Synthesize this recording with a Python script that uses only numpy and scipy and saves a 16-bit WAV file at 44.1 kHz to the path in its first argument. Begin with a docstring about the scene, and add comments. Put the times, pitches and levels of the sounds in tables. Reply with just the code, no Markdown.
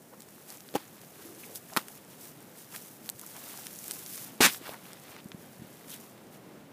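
"""A field: a cow grazes close by. Blades swish and tick as she moves through the grass. Two sharp knocks sound
near 0.75 s and 1.77 s (damped swings and bursts of noise); a mouthful comes away in one loud rip of dense,
merging fractures. A gloved hand rubs her coat (swelling resonant noise) and a few dull thuds sound (low
swings). Filtered noise makes the low rumble of open country."""
import sys
import numpy as np
from scipy import signal
from scipy.fft import rfft, irfft, next_fast_len
from scipy.io import wavfile
from scipy.ndimage import uniform_filter1d

SR = 44100
rng = np.random.default_rng(int(sys.argv[2]) if len(sys.argv) > 2 else 0)


def generate_wav(signal):
    """Clip the signal to [-1, 1] and save it as 16-bit WAV at the path in sys.argv[1]."""
    frames = np.transpose(np.atleast_2d(signal))
    scaled = np.clip(frames, -1, 1) * 32767
    pcm = np.round(scaled).astype(np.int16)
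    wavfile.write(sys.argv[1], SR, pcm)


N = 296352
TIME = np.arange(N) / SR

# sharp knocks, each a few quick hits: (time [s], body level [dB], body pitch [Hz], body t60 [s], crack level
# relative to body, before the common trim [dB], crack t60 [s])
KNOCKS = [(.7400, -32, 400, 0.024, -4, 0.026), (.7500, -17.5, 400, 0.008, -10, 0.0052),
          (.7540, -10.5, 463, 0.0097, -14.5, .014), (.7555, -21.5, 824, 0.044, -7.5, 0.013),
          (0.7605, -24.5, 318, 0.044, -5, 0.025), (1.7646, -11.5, 1140, 0.004, -7, .011),
          (1.77, -21.5, 230, 0.025, 4.5, 0.016), (1.7721, -15.5, 1390, .0066, -1.5, 0.014),
          (1.7738, -6, 2130, 0.0009, -2.5, 0.0023)]


def undb(db):
    """Decibels to gain."""
    return 10 ** (np.asarray(db) / 20)


def unit(x):
    """Scale to rms 1."""
    return x / np.sqrt(np.mean(x ** 2))


def add(track, s, sound):
    """Mix a sound into a track at time s."""
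    i = int(s * SR)
    track[i:i + len(sound)] += sound[:N - i]


def colour(x, points):
    """Minimum-phase filter through (frequency [Hz], level [dB]) points; keeps the power of white noise."""
    size = next_fast_len(len(x) + 4096, True) * 2
    hz, db = np.transpose(points)
    bins_hz = np.fft.rfftfreq(size, 1 / SR)
    gain = unit(undb(np.interp(np.log(bins_hz + 1), np.log(hz), db)))
    # folding the cepstrum makes the response causal
    cepstrum = irfft(np.log(gain))
    cepstrum[1:size // 2] *= 2
    cepstrum[size // 2 + 1:] = 0
    response = np.exp(rfft(cepstrum))
    return irfft(rfft(x, size) * response)[:len(x)]


def resonate(x, hz, width_hz):
    """One band-pass resonance."""
    q = hz / min(width_hz, SR / 3)
    b, a = signal.iirpeak(min(hz, SR / 2 - 1), q, fs=SR)
    return signal.lfilter(b, a, x)


def fade(t60_s):
    """Exponential decay, cut off after a fifth of a second."""
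    return np.exp(-np.log(1000) * TIME[:SR // 5] / t60_s)


def recoil(hz, t60_s):
    """Damped swing of something suddenly let go."""
    decay = fade(t60_s)
    return -np.sin(2 * np.pi * hz * TIME[:len(decay)]) * decay


def walk(rate_hz):
    """Smooth random wander with a spread near 1."""
    k = max(int(SR / rate_hz), 2)
    steps = np.repeat(rng.standard_normal(N // k + 1), k)
    return unit(uniform_filter1d(steps, k)[:N])


def grains(rate_per_s, spread_db, t60_s):
    """Tiny fractures at random moments, of very unequal size, each a brief noise burst; rms 1."""
    hits = rng.random(N) < rate_per_s / SR
    sizes = undb(spread_db * np.minimum(rng.exponential(size=N), 5))
    pole = np.exp(-2 * np.log(1000) / (t60_s * SR))
    power = signal.lfilter([1], [1, -pole], hits * sizes ** 2)
    return unit(np.sqrt(power) * rng.standard_normal(N))


def field():
    """Low, gently wavering rumble from far away, slowly growing."""
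    # (frequency [Hz], level [dB])
    field_colour = [(25, -33), (45, -15), (70, -17.5), (100, -7), (140, -0.5), (220, 0.5), (300, -2),
                    (450, -5.5), (700, -9), (1100, -15), (2000, -19), (4500, -28), (15000, -29.5)]
    rumble_db, growth_db_per_s = -55, 0.46
    level_db = rumble_db + growth_db_per_s * TIME + 0.5 * walk(8)
    return colour(rng.standard_normal(N), field_colour) * undb(level_db)


def brushing():
    """Gains of swish and crunch: a steady stir, and a smooth swell for each tuft brushed aside."""
    # grass stirring all the while, most as the cow steps forward:
    # (time [s], level of fine blades [dB], level of coarse stems [dB])
    stir = [(0, -60.5, -76), (.4, -56, -65.5), (1.5, -55.5, -64.5), (2.05, -60, -65.5), (2.4, -57.5, -64.5),
            (3.1, -58.5, -69.5), (3.45, -45, -54), (3.75, -48, -60.5), (4.24, -46, -57.5),
            (4.38, -58, -62.5), (4.9, -55, -57.5), (5.3, -61, -72), (5.8, -57, -60.5), (6.25, -66, -69),
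            (6.72, -74, -71)]
    # tufts brushed aside: (middle [s], width at half gain [s], swish level [dB], crunch level [dB])
    sweeps = [(0.522, 0.11, -50.5, -58.5), (0.789, 0.073, -61, -52.5), (1.25, 0.17, -52.5, -61.5),
              (1.455, 0.15, -48.5, -59.5), (1.562, 0.03, -40, -59), (1.76, 0.19, -51.5, -61),
              (1.923, 0.12, -52, -70), (2.125, 0.085, -53.5, -63), (2.246, 0.11, -48, -69),
              (2.596, .07, -48.5, -59.5), (2.755, 0.069, -43.5, -55.5), (2.847, 0.25, -51, -65),
              (3.066, .06, -49.5, -60), (3.243, 0.089, -52, -63), (3.92, 0.19, -44.5, -61),
              (4.157, 0.13, -42, -74), (4.52, 0.092, -37.5, -57), (4.686, 0.11, -46.5, -48),
              (5.11, 0.16, -58, -53), (5.41, 0.057, -56, -72), (5.923, 0.075, -45.5, -54.5),
              (6.02, 0.15, -54, -67), (6.34, .06, -56.5, -71)]
    rise_share = 0.49  # of the width
    s, *levels = np.transpose(stir)
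    power = undb([np.interp(TIME, s, db) for db in levels]) ** 2
    for middle_s, width_s, swish_db, crunch_db in sweeps:
        side_s = width_s * np.where(TIME < middle_s, rise_share, 1 - rise_share)
        swell = .5 ** (((TIME - middle_s) / side_s) ** 2)
        power = power + np.outer(undb([swish_db, crunch_db]), swell) ** 2
    return np.sqrt(power)


def flecks(rate_per_s=70, low_hz=600, high_hz=4200, cycles=9, spread_db=3.5):
    """Stems of every thickness flick now and then, each ringing briefly at its own pitch; rms 1."""
    out = np.zeros(N)
    for when, thickness, draw in rng.random((int(rate_per_s * N / SR), 3)):
        hz = high_hz * (low_hz / high_hz) ** thickness
        gain = undb(-spread_db * np.log(max(draw, .02)))
        add(out, when * TIME[-1], gain * recoil(hz, cycles / hz))
    return unit(out)


def rustle(swish_gain, crunch_gain, flecks_db=-5):
    """Fine blades slide past each other with a bright swish; thicker stems crunch and flick lower down."""
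    # (frequency [Hz], level [dB])
    swish_colour = [(300, -16), (1000, -17), (2500, -9.5), (4200, -7.5), (5500, -3.5), (8000, -2.5),
                    (11000, -0.5), (15000, -0.5)]
    # (frequency [Hz], level [dB])
    crunch_colour = [(60, -12), (160, -9), (400, -1), (900, 0), (1500, -0.5), (2400, -2.5), (3600, -3),
                     (5000, -8), (7000, -19), (15000, -45)]
    swish = colour(grains(rate_per_s=5700, spread_db=2.5, t60_s=0.005), swish_colour)
    crunch = colour(grains(rate_per_s=1800, spread_db=2.0, t60_s=0.0092), crunch_colour)
    crunch = crunch + undb(flecks_db) * flecks()
    swish_flutter = undb(0.9 + 1.0 * walk(60))
    crunch_flutter = undb(1.8 * walk(50))
    return swish * swish_gain * swish_flutter + crunch * crunch_gain * crunch_flutter


def rubs():
    """Short strokes of friction swell and fade in one broad resonance."""
    # glove on coat and muzzle on grass: (middle [s], level [dB], length [s], resonance [Hz],
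    # width before widening [Hz])
    strokes = [(0.138, -50, 0.041, 716, 600), (1.287, -53.5, 0.42, 355, 159), (1.499, -53, .16, 438, 200),
               (1.44, -49.5, 0.024, 2370, 800), (1.73, -44.5, 0.027, 666, 450),
               (2.748, -46, 0.026, 1500, 1500), (3.236, -52.5, 0.034, 1070, 700),
               (3.363, -50.5, 0.057, 796, 1100), (4.733, -48, 0.098, 970, 800),
               (5.93, -49.5, 0.063, 3350, 1500)]
    widening = 1.06  # for two resonances in a row
    out = np.zeros(N)
    for s, db, length_s, hz, width_hz in strokes:
        once = resonate(rng.standard_normal(SR), hz, width_hz * widening)
        friction = unit(resonate(once, hz, width_hz * widening))
        stroke = np.hanning(int(length_s * SR))
        add(out, s - length_s / 2, undb(db) * stroke * friction[-len(stroke):])
    return out


def faint_ticks(swish_gain):
    """Stray blades flick at random, louder with the swish: (time [s], peak before gain [dB], centre [Hz])."""
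    rate_per_s, over_swish_db, range_db = 11, 19, 5.5
    low_hz, high_hz = 6960, 13400
    when, weakness, pitch = rng.random((int(rate_per_s * N / SR), 3)).T
    at = (when * N).astype(int)
    db = 20 * np.log10(swish_gain[at]) + over_swish_db - range_db * weakness
    return list(zip(TIME[at], db, low_hz * (high_hz / low_hz) ** pitch))


def ticks(swish_gain, t60_s=0.0016, tail_db=-21, tail_t60_s=0.023, relative_width=0.83,
          stalk_hz=1800, stalk_width_hz=1300, stalk_db=-9, gain_db=1):
    """Each tick is a millisecond of fracture and a faint shiver; the stalk below adds a woody note."""
    # loudest blades and dry stalks: (time [s], peak before gain_db [dB], centre [Hz])
    loud_ticks = [(.2055, -32, 12000), (.2209, -31, 10000), (.5032, -26.5, 7450), (.6059, -32.5, 7800),
                  (.6890, -34, 3540), (1.5574, -24, 11000), (1.7359, -28, 5640), (1.884, -29.5, 6500),
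                  (2.7622, -24.5, 6000), (3.0602, -32, 10100), (3.0914, -20, 7500), (3.099, -15, 11500),
                  (3.1952, -26.5, 9300), (3.2141, -24, 12300), (3.2651, -26.5, 11600), (3.6685, -20, 7400),
                  (3.7308, -29.5, 11400), (3.7888, -25.5, 7000), (3.8813, -19.5, 11000),
                  (3.9108, -15.5, 8000), (3.9179, -22, 12500), (4.0629, -24, 9000), (4.1556, -28, 8000),
                  (4.178, -27, 7900), (4.4995, -22, 2000), (4.5465, -26.5, 2960), (4.9324, -32.5, 6450),
                  (5.165, -32.5, 2500), (5.318, -28, 2740), (5.904, -28, 9100)]
    out = np.zeros(N)
    shape = fade(t60_s) + undb(tail_db) * fade(tail_t60_s)
    for s, db, hz in loud_ticks + faint_ticks(swish_gain):
        fracture = rng.standard_normal(len(shape)) * shape
        blade = resonate(fracture, hz, relative_width * hz)
        stalk = resonate(fracture, stalk_hz, stalk_width_hz)
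        tick = blade + undb(stalk_db) * stalk
        # thick stalks break more slowly and lack the top
        b, a = signal.butter(2, min(2 * hz, SR / 2 - 1000), fs=SR)
        tick = signal.lfilter(b, a, tick)
        add(out, s, tick * undb(db + gain_db) / np.abs(tick).max())
    return out


def followers(count=3):
    """Each hit is followed by a few weaker ones at scattered pitches within 16 ms, the later the weaker."""
    within_s, start_db, fall_db_per_s = .016, -15, -500
    low_hz, high_hz, t60_s, crack_db = 700, 1600, 0.0097, -5
    rows = []  # columns as in KNOCKS
    for s, db, *_ in KNOCKS:
        for when, pitch in rng.random((count, 2)):
            lag_s = when * within_s
            hz = low_hz * (high_hz / low_hz) ** pitch
            weaker_db = db + start_db + fall_db_per_s * lag_s
            rows.append((s + lag_s, weaker_db, hz, t60_s, crack_db, t60_s))
    return rows


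def snaps(crack_trim_db=-1, shiver_db=-31, shiver_t60_s=0.15, lowest_hz=135):
    """Each hit rings briefly and cracks with noise; a faint crackle shivers on after it."""
    # (frequency [Hz], level [dB])
    crack_colour = [(100, -4), (300, 5.5), (1300, 10), (2800, 5), (5000, 1), (8000, -1), (13000, 0)]
    body, crack_power, shiver_power = np.zeros((3, N))
    for s, db, hz, t60_s, crack_db, crack_t60_s in KNOCKS + followers():
        add(body, s, undb(db) * recoil(hz, t60_s))
        add(crack_power, s, (undb(db + crack_db + crack_trim_db) * fade(crack_t60_s)) ** 2)
        add(shiver_power, s, (undb(db + shiver_db) * fade(shiver_t60_s)) ** 2)
    cracks = np.sqrt(crack_power) * rng.standard_normal(N)
    shiver = np.sqrt(shiver_power) * grains(rate_per_s=900, spread_db=0.5, t60_s=0.0031)
    # the knocks carry little deep bass
    highpass = signal.butter(2, lowest_hz, "highpass", fs=SR, output="sos")
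    return signal.sosfilt(highpass, body + colour(cracks + shiver, crack_colour))


def thuds():
    """A soft contact builds up over one cycle's time and gives a brief, low, damped swing."""
    # low thuds, the loudest as the rip begins: (time [s], peak [dB], pitch [Hz], t60 [s])
    low_thuds = [(4.4056, -13.5, 335, 0.0092), (4.4090, -25, 243, 0.053), (4.6120, -38.5, 324, 0.023),
                 (3.1450, -48, 130, 0.044), (5.256, -33.5, 202, .022), (5.3444, -33.5, 185, 0.017),
                 (5.5940, -40, 140, 0.03), (5.6188, -35.5, 206, 0.017), (5.6430, -42, 190, 0.029)]
    out = np.zeros(N)
    for s, db, hz, t60_s in low_thuds:
        swing = recoil(hz, t60_s)
        swing = swing * np.minimum(TIME[:len(swing)] * hz, 1)
        add(out, s, undb(db) * swing / np.abs(swing).max())
    return out


def rip(bulk_db=-21.5, bulk_hz=600, bulk_width_hz=1000, bulk_t60_s=0.13, trail_hz=2200, trail_width_hz=2600):
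    """A low burst opens the rip, the pull builds, and fibres part so fast that they merge."""
    # (frequency [Hz], level [dB])
    fibre_colour = [(60, -33), (200, -3.5), (750, -7.5), (1500, 0), (2400, -1), (4000, -4.5), (7000, -6.5),
                    (10000, -9), (15000, -13)]
    start_s, attack_s, hold_s, release_t60_s = 4.4044, .005, 0.055, .1
    pull_db, build_db_per_s = -16, 75
    trail_db, trail_t60_s = -16.5, 0.25  # level relative to the pull
    since = TIME - start_s
    before = np.maximum(hold_s - since, 0)
    after = np.maximum(since - hold_s, 0)
    pull = np.clip(since / attack_s, 0, 1) * undb(pull_db - build_db_per_s * before)
    release = np.exp(-np.log(1000) * after / release_t60_s)
    trail = np.exp(-np.log(1000) * after / trail_t60_s)
    tearing = pull * release * grains(rate_per_s=9700, spread_db=2.5, t60_s=0.0035)
    last_fibres = grains(rate_per_s=2500, spread_db=3.0, t60_s=.003)
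    last_fibres = unit(resonate(last_fibres, trail_hz, trail_width_hz))
    out = colour(tearing, fibre_colour) + undb(trail_db) * pull * trail * last_fibres
    shape = fade(bulk_t60_s)
    bulk = resonate(rng.standard_normal(len(shape)), bulk_hz, bulk_width_hz)
    bulk = resonate(bulk, bulk_hz, bulk_width_hz)
    add(out, start_s, undb(bulk_db) * unit(bulk) * shape)
    return out


def scene():
    """Everything in the open air, without echo."""
    swish_gain, crunch_gain = brushing()
    grass = rustle(swish_gain, crunch_gain) + ticks(swish_gain)
    return (field() + grass + rubs() + snaps() + thuds() + rip())[None]


def record(dry, bass_hz=75, top_hz=15300):
    """A small microphone that thins the deep bass and cuts the top."""
    highpass = signal.butter(2, bass_hz, "highpass", fs=SR, output="sos")
    lowpass = signal.ellip(10, .1, 70, top_hz, fs=SR, output="sos")
    return signal.sosfilt(lowpass, signal.sosfilt(highpass, dry))


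dry = scene()
out = record(dry)
generate_wav(out)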